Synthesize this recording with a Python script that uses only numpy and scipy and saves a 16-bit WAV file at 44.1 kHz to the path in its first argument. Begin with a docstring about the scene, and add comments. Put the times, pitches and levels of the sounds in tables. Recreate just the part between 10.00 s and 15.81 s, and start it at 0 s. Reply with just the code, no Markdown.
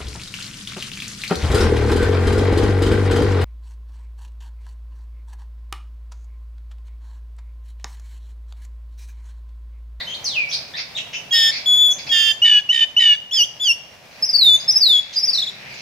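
"""On a porch, a caged magpie-robin sings close by: two-voiced buzzes, a whistle, swoops, hooks and falling slurs.
Each side of its syrinx makes one tone; sounding together they breed sum and difference tones and rasp.
Its bill ticks. A second bird slurs, chirps and rattles farther off, heard mostly by random-tap echoes.
Beneath lie a faint outdoor hum, made of filtered noise, and a motor's low sines, fading in near the end."""
import sys
import numpy as np
from scipy import signal
from scipy.fft import rfft, irfft
from scipy.io import wavfile
from scipy.ndimage import uniform_filter1d

SR = 44100
rng = np.random.default_rng(int(sys.argv[2]) if len(sys.argv) > 2 else 0)


def inscribe(sig):
    """Save sig as 16-bit PCM at rate SR to the path in sys.argv[1].

    A 1-D sig is mono; a 2-D sig holds one channel per row.
    Samples are clipped to [-1, 1] before scaling.
    """
    pcm = np.round(np.clip(np.atleast_2d(sig).T, -1, 1) * 32767)
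    wavfile.write(sys.argv[1], SR, pcm.astype(np.int16))


N = 256220
TIME, BINS_HZ = np.arange(N) / SR, np.fft.rfftfreq(N, 1 / SR)

# High side, buzzes: (time [s], length [s], scoop [Hz], pitch [Hz], end pitch [Hz], level [dB], attack [s], timbre)
BUZZES = [ (1.309, 0.19, -80, 3343, 3338, -15.5, 0.028, "bright"),
          (2.092, 0.24, 125.5, 3218, 3125, -15.5, .035, "harsh"),
          (2.418, 0.18, -130, 2967, 2913, -10, 0.0091, "churr"),
          (2.69, 0.16, -240, 3010, 3015, -11, .007, "churr"),
          (2.965, 0.18, -250, 3060, 2847, -10, 0.0055, "churr")]
SETTLE_S, BUZZ_RELEASE_S = 0.0046, 0.021  # the scoop's time constant is the attack plus SETTLE_S
# High side, pure whistle: (time [s], pitch [Hz], level [dB])
WHISTLE = [(1.659, 3430, -21), (1.679, 3406, -14), (1.743, 3400, -11), (1.769, 3438, -14.5),
           (1.825, 3462, -11), (1.921, 3394, -15), (1.928, 3390, -16.5)]
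# High side, swoops: (time [s], length [s], time to top [s], time to dip [s], scoop [Hz], top [Hz], dip [Hz],
# level in the dip [dB])
SWOOPS = [(3.31, 0.14, .037, .106, -650, 3428, 2836, -11.5),
          (3.598, 0.1378, 0.027, .116, -120, 3472, 2740, -11.5)]
SWOOP_SCOOP_S, SWOOP_ATTACK_S, SWOOP_RELEASE_S, SWOOP_TOP_DB = 0.0072, 0.03, 0.033, -9
UPTURN_HZ_PER_S2 = 640000  # swoops and slurs curl up after their lowest point
# High side, slurs: (time [s], length [s], start [Hz], lowest [Hz], bend of the fall [exponent],
# level before the fade [dB], attack [s])
SLURS = [(4.377, .191, 4790, 3485, 2.9, -6, 0.083), (4.804, .197, 5220, 3355, 2.42, -8.5, 0.043)]
SLUR_TURN_S, SLUR_RELEASE_S, SLUR_FADE_DB_PER_S = 0.016, 0.005, -23.5  # turn: time before the end
# High side, hooks: (time [s], length [s], time to low point [s], start [Hz], lowest [Hz],
# level before strain [dB], attack [s])
HOOKS = [ (4.225, 0.067, 0.02, 5174, 5047, -12, 0.003), (4.289, .031, 0.012, 5250, 4905, -16, 0.0023),
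         (4.33, 0.041, 0.03, 4970, 4483, -8.5, 0.044), (4.679, 0.099, .027, 5240, 5052, -7, 0.022),
         (4.757, 0.037, 0.016, 5190, 5087, -7, 0.003), (5.158, 0.074, .026, 4950, 4870, -14, 0.029),
         (5.227, .044, .02, 5260, 5050, -11, 0.016), (5.272, 0.045, 0.023, 5250, 4626, -14, 0.024),
         (5.331, .037, .027, 4930, 4010, -16, 0.0029), (5.371, 0.04, 0.018, 4550, 3616, -15.5, 0.0047),
         (5.416, 0.034, 0.015, 4200, 3373, -19, 0.0022), (5.463, 0.04, 0.018, 4200, 3380, -24, 0.0042)]
FLICK_SHARE, FLICK_HZ_PER_S, HOOK_RELEASE_S = 0.17, 58000, 0.0076  # flick height as a share of lowest pitch
STRAIN_HZ, STRAIN_DB_PER_HZ = 4850, -0.015
ONSET_GAIN = 0.19  # share of full strength at which a note starts
# Low side, in buzzes and swoops: (time [s], length [s], start [Hz], settled [Hz], settled level [dB])
LOW_NOTES = [ (1.326, .183, 1885, 1787, -26), (2.114, 0.205, 1811, 1755, -26),
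             (2.446, .158, 1885, 1662, -32.5), (2.719, 0.13, 1922, 1772, -30.5),
             (2.995, 0.162, 1966, 1698, -34), (3.331, 0.085, 1897, 1690, -55),
             (3.629, 0.057, 1550, 1487, -55.5)]
SAG_S, SAG_DB_PER_HZ, LOW_ATTACK_S, LOW_RELEASE_S = 0.065, 0.0628, 0.041, 0.0041  # louder while sharp
# Bouts of catching: (first catch [s], last catch [s], depth [0-1], 1/e half-width of a catch [s])
CATCH_BOUTS = [(2.473, 2.509, 0.8, .004), (2.725, 2.804, 1, 0.0052), (3.001, 3.05, .68, .0042)]
CATCH_EVERY_S = 0.0165  # approximate: each bout is divided evenly
CATCH_SHARE = 0.34  # how much of each catch the low side shares
JITTER_RAD, SHIMMER_SHARE = 0.1, 0.09
# Timbres: name -> (octave [dB], higher overtones [dB], sum tone [dB], sidebands [dB], rasp [dB]), relative:
# the first two to the high side, the rest to the low
TIMBRES = { "bright": (-18.5, -28, 4.5, -3.5, -5.5), "harsh": (-23, -31, -4.5, 0, -7.5),
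           "churr": (-31.5, -51, -8.5, -5, -12.5), "swoop": (-17, -23.5, 27, 1, 11.5),
           "whistle": (-20.5, -22, -30, -30, -30), "slur": (-27.5, -29, -30, -30, -30),
           "hook": (-23, -32, -30, -30, -30)}
# Tones bred by both sides: (multiple of high pitch, multiple of low pitch)
MIXES = [(2, -2), (2, -1), (1, 2), (-1, 3), (-1, 4), (1, -1)]
# Relative levels of those tones: [dB]
MIXES_DB = [1.5, -7, -10.5, -21.5, -50, -22.5]
# Colour of octave and overtones: (frequency [Hz], gain [dB])
OVERTONE_COLOUR = [(5600, 7), (6900, 0.5), (7700, -8), (9000, -13), (10200, -9.5), (11200, 3), (12400, -11),
                   (13700, -1), (15500, -4.5)]
# Colour of the rasp noise before levelling: (frequency [Hz], relative level [dB])
RASP_COLOUR = [(1300, -52), (1900, 9), (3000, 5.5), (5000, 10.5), (7000, 2), (9000, -5), (15000, -23.5)]
# Close reflections in the cage; sweeps throb across the cancelled pitches: (frequency [Hz], gain [dB])
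CAGE = [(3630, 0), (3790, -8), (3970, 1), (4220, -6.5), (4450, 0), (5200, .5), (5600, 1.5), (6200, -0.5),
        (6800, 0)]
# Bill ticks, before the treble filter: (time [s], level [dB])
TICKS = [(4.224, -23), (4.771, -16), (4.777, -17)]
# Far bird's slur, at source: (time [s], pitch [Hz], level [dB])
FAR_SLUR = [(.243, 6390, -27), (.25, 5600, -28.5), (.265, 4490, -25.5), (.295, 3860, -33.5),
            (.335, 3200, -37.5), (.37, 2535, -23), (.44, 2270, -30.5), (.452, 2330, -40)]
# Far bird's chirps, at source: (time [s], length [s], start [Hz], end [Hz], level [dB], roughness [0-1])
FAR_CHIRPS = [ (0, 0.023, 1928, 2056, -36, 0.54), (0.061, 0.083, 3080, 3186, -35, 0.21),
              (.139, 0.011, 3160, 4730, -32, 0.38), (0.486, 0.029, 4900, 6350, -37, 0.25),
              (0.512, 0.009, 2750, 4600, -30, 0.42), (0.522, .032, 4885, 4400, -25, 0.77),
              (0.735, 0.023, 1570, 2133, -39.5, 0.24), (0.761, 0.05, 2315, 2266, -36.5, 0.74),
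              (0.949, 0.024, 3540, 3920, -30.5, 0.1), (0.966, 0.027, 3495, 2457, -29.5, .6),
              (1.126, 0.047, 2594, 2967, -32, .5), (1.505, 0.083, 2060, 2590, -36.5, 0.59),
              (1.902, 0.031, 6470, 6300, -32, .2), (1.983, 0.018, 2310, 2365, -40, .5),
              (2.065, 0.019, 2374, 2460, -37.5, 0.48), (4.531, 0.024, 6540, 6350, -34, 0.09),
              (4.598, 0.012, 4830, 5030, -33, 0.17), (5.125, 0.032, 5100, 4900, -37, 1),
              (5.322, 0.05, 5520, 5520, -31.5, 0.19)]
# The far bird's throat lifts the octave of low chirps: (pitch [Hz], octave re fundamental [dB])
FAR_OCTAVE = [(2350, 4), (2800, -8.5), (3700, -26.5)]
# Far bird's rattle, at source: (time [s], pitch [Hz], level [dB], octave re fundamental [dB])
FAR_RATTLE = [(4.1, 2335, -55.5, -1), (5.572, 2326, -50, -7), (5.651, 2262, -44, -15),
              (5.722, 2446, -45.5, -3), (5.81, 2444, -47.5, 2)]
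# Porch reverberation: (frequency [Hz], T60 [s])
PORCH_T60 = [(3200, 0.77), (6000, 0.68), (14000, 0.11)]
EARLY_DB, NEAR_ECHO_DB = 11, -15
# Nearby surfaces favour one microphone: (frequency [Hz], left minus right [dB])
FAVOUR = [(1800, -4.5), (2850, -2), (3010, 0.5), (3190, -17.5), (3320, 5), (3520, 3.5), (3720, -6),
          (3930, 9), (4230, -11.5), (4550, 14.5), (4960, -6), (5070, 1), (5280, -6), (5650, 12.5),
          (7000, 3)]
# Hum spectrum before levelling: (frequency [Hz], relative density [dB per Hz])
HUM_COLOUR = [(40, -15), (65, -7), (95, -4.5), (130, 0.05), (200, -5), (380, -10), (620, -2), (1300, -11.5),
              (2400, -7), (3600, -14), (5500, -14), (8000, -26), (15000, -28)]
# Hum level before lift and waver: (time [s], level [dB])
HUM_LEVEL = [(0.0, -42.5), (0.48, -44.5), (2.07, -44), (3.12, -51), (4.77, -45), (5.04, -49), (5.8, -46)]
# Hum likeness in both microphones: (frequency [Hz], correlation [0-1])
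HUM_LIKENESS = [(100, .86), (500, .55), (3000, .3)]
# Distant motor tones: (frequency [Hz], full level [dB])
MOTOR = [(129.2, -66), (193.8, -60.5), (387.6, -62), (651.4, -68)]
MOTOR_START_S, MOTOR_RISE_S = 5.06, 0.25
EDGE_HZ = 15800


def amp(db):
    """Decibels to gain."""
    return 10 ** (np.asarray(db) / 20)


def evened(x):
    """Scales to rms 1."""
    return x / np.sqrt(np.mean(x ** 2) + 1e-20)


def read(points, hz):
    """Interpolates a spectrum on a log-frequency axis."""
    point_hz, value = np.transpose(points)
    return np.interp(np.log(hz + 1), np.log(point_hz + 1), value)


def colour(x, points):
    """Filters by a spectrum in dB."""
    return irfft(rfft(x) * amp(read(points, BINS_HZ)), N)


def flutter(count, hz):
    """Low-passed random wavering of about rms 1, rolling off above hz."""
    padded = count + 4096
    bins_hz = np.fft.rfftfreq(padded, 1 / SR)
    spectrum = rfft(rng.standard_normal(padded)) / (1 + (bins_hz / hz) ** 4)
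    return evened(irfft(spectrum))[:count]


def add(mix, start_s, sound):
    """Adds a sound to the mix in place."""
    part = mix[max(round(start_s * SR), 0):][:len(sound)]
    part += sound[:len(part)]


def voice(rows, t, edge_s=0.00069):
    """Phase [rad] and amplitude of one vibrating membrane, with a set rise and a few ms of ring-out."""
    s, hz, db = np.transpose(rows)[:3]
    gate = np.clip(np.minimum((t - s[0]) / edge_s, (s[-1] - t) / 0.006) + 0.5, 0, 1)
    pitch_hz = uniform_filter1d(np.interp(t, s, hz), size=130)
    level = uniform_filter1d(amp(np.interp(t, s, db)), size=50)
    phase = 2 * np.pi * np.cumsum(pitch_hz) / SR
    return phase, np.sqrt(2) * level * np.sin(np.pi / 2 * gate) ** 2


def near_bird(clean_jitter=0.015, low_octave_db=3, tug_rad=2.05):
    """Both sides of the syrinx: pure alone, buzzy and a little hoarse when they sound together."""
    low_phase, low = np.zeros(N), np.zeros(N)
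    for row in LOW_NOTES:
        rows = low_note(*row)
        t = np.arange(rows[0][0] - 0.01, rows[-1][0] + 0.01, 1 / SR)
        phase, level = voice(rows, t, edge_s=0.004)
        add(low_phase, t[0], phase + JITTER_RAD * flutter(len(t), 180))
        add(low, t[0], level)
    hold, slip = catches()
    low_phase += tug_rad * uniform_filter1d(hold, size=200)  # each catch tugs at the low side too
    low *= 1 - CATCH_SHARE * (1 - hold)

    sizzle = evened(colour(rng.standard_normal(N), [(5000, -20.5), (9000, -0.5)]))
    tones, overtones, rasp = np.zeros((3, N))
    for rows, timbre in song():
        octave_db, upper_db, sum_db, side_db, rasp_db = TIMBRES[timbre]
        span = (TIME > rows[0][0] - 0.01) & (TIME < rows[-1][0] + 0.01)
        p, high = voice(rows, TIME[span])
        q, second, held, count = low_phase[span], low[span], hold[span], span.sum()
        # a loud low side unsettles the high one
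        clash = np.minimum(second / amp(-32), 1)
        p = p + slip[span] + (clean_jitter + JITTER_RAD * clash) * flutter(count, 430)
        shimmer = (clean_jitter + SHIMMER_SHARE * clash) * flutter(count, 450)
        high = high * held * (1 + shimmer)

        sidebands = sum(amp(db) * np.cos(m * p + n * q) for (m, n), db in zip(MIXES, MIXES_DB))
        mixed = held * (amp(sum_db) * np.cos(p + q) + amp(side_db) * sidebands)
        low_tones = np.cos(q) + amp(low_octave_db) * np.cos(2 * q)
        tones[span] += high * np.cos(p) + second * (low_tones + mixed)

        # harmonics past Nyquist are muted
        third, fourth = (np.cos(k * p) * (k * np.gradient(p) < np.pi) for k in (3, 4))
        octave = amp(octave_db) * (1 - 0.5 * clash) * np.cos(2 * p)
        # in the clash the top overtones dissolve into a sizzle
        hiss = (amp(5.5) * clash + amp(-38.5)) * sizzle[span]
        upper = (1 - clash) * (third + amp(-6) * fourth) + hiss
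        overtones[span] += high * (octave + amp(upper_db) * upper)

        air = second * amp(rasp_db) * (1 + np.cos(p - 2 * q)) / 2  # puffs at a beat of the two sides
        rasp[span] += air * (2 - held) + amp(-41) * high
    rasp_noise = evened(colour(rng.standard_normal(N), RASP_COLOUR))
    return tones + colour(overtones, OVERTONE_COLOUR) + rasp * rasp_noise


def song():
    """Every note of the high side with the name of its timbre."""
    notes = [(buzz(*row), timbre) for *row, timbre in BUZZES]
    notes += [(WHISTLE, "whistle")]
    notes += [(swoop(*row), "swoop") for row in SWOOPS]
    notes += [(slur(*row), "slur") for row in SLURS]
    return notes + [(hook(*row), "hook") for row in HOOKS]


def note(start_s, t, hz, db, attack_s, release_s):
    """Attack, hold and release on a pitch path: rows of (time [s], pitch [Hz], level [dB])."""
    ramps = [t / attack_s, (t[-1] - t) / release_s]
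    rise, fall = np.sin(np.pi / 2 * np.clip(ramps, 0, 1))
    gain = (ONSET_GAIN + (1 - ONSET_GAIN) * rise) * fall
    return np.column_stack([start_s + t, hz, db + 20 * np.log10(abs(gain) + 1e-3)])


def buzz(start_s, length_s, scoop_hz, hz, end_hz, db, attack_s):
    """Scoops onto its pitch and holds it, drifting a little."""
    t = np.arange(0, length_s, 1 / SR)
    scoop = scoop_hz * np.exp(-(t / (attack_s + SETTLE_S)) ** 2)
    pitch_hz = hz + (end_hz - hz) * t / length_s + scoop
    return note(start_s, t, pitch_hz, db, attack_s, BUZZ_RELEASE_S)


def swoop(start_s, length_s, top_s, dip_s, scoop_hz, top_hz, dip_hz, db):
    """Arches softly over its top, sinks to a loud dip and turns up again."""
    t = np.arange(0, length_s, 1 / SR)
    height = np.cos(np.pi / 2 * np.clip((t - top_s) / (dip_s - top_s), 0, 1)) ** 2
    scoop = scoop_hz * np.exp(-(t / SWOOP_SCOOP_S) ** 2)
    upturn = UPTURN_HZ_PER_S2 * np.maximum(t - dip_s, 0) ** 2
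    pitch_hz = dip_hz + (top_hz - dip_hz) * height + scoop + upturn
    return note(start_s, t, pitch_hz, db + SWOOP_TOP_DB * height, SWOOP_ATTACK_S, SWOOP_RELEASE_S)


def slur(start_s, length_s, start_hz, low_hz, bend, db, attack_s):
    """A long fall that levels out, slowly fading, and curls up at the very end."""
    t, turn_s = np.arange(0, length_s, 1 / SR), length_s - SLUR_TURN_S
    fall = (start_hz - low_hz) * np.maximum(1 - t / turn_s, 0) ** bend
    upturn = UPTURN_HZ_PER_S2 * np.maximum(t - turn_s, 0) ** 2
    return note(start_s, t, low_hz + fall + upturn, db + SLUR_FADE_DB_PER_S * t, attack_s, SLUR_RELEASE_S)


def hook(start_s, length_s, turn_s, start_hz, low_hz, db, attack_s):
    """A short drop, then a flick up and back; pushed past the strain pitch, the voice weakens."""
    t, height_hz = np.arange(0, length_s, 1 / SR), FLICK_SHARE * low_hz
    flick_angle = np.pi / 2 * np.clip((t - turn_s) * FLICK_HZ_PER_S / height_hz, 0, 2)
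    flick = height_hz * np.sin(flick_angle) ** 2
    pitch_hz = low_hz + (start_hz - low_hz) * np.maximum(1 - t / turn_s, 0) ** 2 + flick
    strain_hz = np.maximum.accumulate(np.maximum(low_hz + flick - STRAIN_HZ, 0))
    return note(start_s, t, pitch_hz, db + STRAIN_DB_PER_HZ * strain_hz, attack_s, HOOK_RELEASE_S)


def low_note(start_s, length_s, start_hz, settled_hz, db):
    """The low side starts sharp and strong, then sags."""
    t = np.arange(0, length_s, 1 / SR)
    sharp_hz = (start_hz - settled_hz) * np.exp(-t / SAG_S)
    level_db = db + SAG_DB_PER_HZ * sharp_hz
    return note(start_s, t, settled_hz + sharp_hz, level_db, LOW_ATTACK_S, LOW_RELEASE_S)


def catches():
    """Brief, evenly spaced drop-outs of the high side; at each its phase slips by up to half a cycle."""
    dips, slip = np.zeros((2, N))
    for first_s, last_s, depth, width_s in CATCH_BOUTS:
        count = round((last_s - first_s) / CATCH_EVERY_S) + 1
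        for s in np.linspace(first_s, last_s, count):
            dip = depth * np.exp(-np.minimum(((TIME - s) / width_s) ** 2, 20))
            dips += dip
            slip += np.cumsum(dip) * np.sqrt(np.pi) / (width_s * SR)
    return np.maximum(1 - dips, 0), slip


def bill(decay_s=0.00094):
    """Tiny dry ticks: decaying noise bursts, mostly treble."""
    out, t = np.zeros(N), np.arange(300) / SR
    for s, db in TICKS:
        add(out, s, amp(db) * rng.standard_normal(len(t)) * np.exp(-t / decay_s))
    return colour(out, [(3000, -24), (6000, -8)])


def far_bird():
    """A slur, harsh chirps whose pitch scatters, and a fast rattle."""
    phase, level = voice(FAR_SLUR, TIME)
    falling = level * (np.cos(phase + 0.11 * flutter(N, 440)) + amp(-24.5) * np.cos(2 * phase))
    return falling + far_chirps() + far_rattle()


def far_chirps(scatter=0.18):
    """Short glides, roughened by random pitch scatter."""
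    out = np.zeros(N)
    for s, length_s, start_hz, end_hz, db, rough in FAR_CHIRPS:
        count = int(length_s * SR)
        octave_db = read(FAR_OCTAVE, (start_hz + end_hz) / 2)
        pitch_hz = np.linspace(start_hz, end_hz, count) * (1 + scatter * rough * flutter(count, 810))
        p = 2 * np.pi * np.cumsum(pitch_hz) / SR
        tone = np.cos(p) + amp(octave_db) * np.cos(2 * p)
        add(out, s, np.sqrt(2) * amp(db) * signal.windows.tukey(count, 0.4) * tone)
    return out


def far_rattle(rattle_hz=62):
    """A phase-roughened tone in fast pulses."""
    phase, level = voice(FAR_RATTLE, TIME)
    phase = phase + 1.5 * flutter(N, 430)
    s, _, _, octave_db = np.transpose(FAR_RATTLE)
    beats = evened(np.exp(3 * np.cos(2 * np.pi * rattle_hz * TIME)))
    octave = amp(np.interp(TIME, s, octave_db)) * np.cos(2 * phase)
    return level * beats * (np.cos(phase) + octave)


def porch(x, delay_s, early_db, early_decay_s):
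    """Sparse echoes: a quick cluster from nearby surfaces, then a tail dying band by band."""
    taps = rng.standard_normal((2, SR)) * (rng.random((2, SR)) < 3000 / SR)  # about 3000 per second
    t = np.arange(SR) / SR
    taps *= (t > delay_s) * (1 + amp(early_db) * np.exp(-t / early_decay_s))
    hz, frame_s, bands = signal.stft(taps, SR, nperseg=256)
    decay = amp(-60 * frame_s / read(PORCH_T60, hz)[:, None])
    tail = signal.istft(bands * decay, SR, nperseg=256)[1]
    tail = tail / np.linalg.norm(tail, axis=1)[:, None]
    return signal.fftconvolve(x[None], tail, axes=1)[:, :N]


def microphones(x, lead_rad=0.79):
    """The left leads by a fixed phase at every pitch; the balance ripples with pitch at equal power."""
    ratio = amp(read(FAVOUR, BINS_HZ))
    left, right = ratio * np.exp(1j * lead_rad), np.ones(len(BINS_HZ))
    return irfft(rfft(x) * np.array([left, right]) * np.sqrt(2 / (1 + ratio ** 2)), N)


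def hum(lift_db=2.5, waver_db=1):
    """Distant outdoor noise, nearly the same on both sides in the bass."""
    a, b = rfft(rng.standard_normal((2, N)))
    same = np.clip(read(HUM_LIKENESS, BINS_HZ), 0, 1)
    noise = irfft(np.array([a, same * a + np.sqrt(1 - same ** 2) * b]), N)
    level_db = lift_db + np.interp(TIME, *np.transpose(HUM_LEVEL)) + waver_db * flutter(N, 8.5)
    return evened(colour(noise, HUM_COLOUR)) * amp(level_db)


def motor(waver_rad=0.47):
    """A few faint low tones, wavering in phase."""
    tones = np.zeros(N)
    for hz, db in MOTOR:
        tones += np.sqrt(2) * amp(db) * np.cos(2 * np.pi * hz * TIME + waver_rad * flutter(N, 7.3))
    return tones * np.clip((TIME - MOTOR_START_S) / MOTOR_RISE_S, 0, 1)


def scene():
    """The near bird dry and loud, the far bird mostly as echoes, over hum and motor."""
    near, far = near_bird() + bill(), far_bird()
    beamed = colour(near, [(3400, 0), (5500, 6), (10000, 13)])  # the raised bill throws treble at the roof
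    near_echo = porch(beamed, delay_s=0.005, early_db=EARLY_DB, early_decay_s=0.032)
    far_echo = porch(far, delay_s=0.002, early_db=9, early_decay_s=0.045)
    birds = microphones(colour(near, CAGE)) + amp(0.5) * far
    echoes = amp(NEAR_ECHO_DB) * near_echo + amp(4) * far_echo
    return birds + echoes + hum() + motor()


def record(dry):
    """Low-passes both channels at the band edge."""
    lowpass = signal.firwin(511, EDGE_HZ, window=("kaiser", 9), fs=SR)
    return signal.oaconvolve(dry, lowpass[None], "same")


dry = scene()
out = record(dry)
inscribe(out)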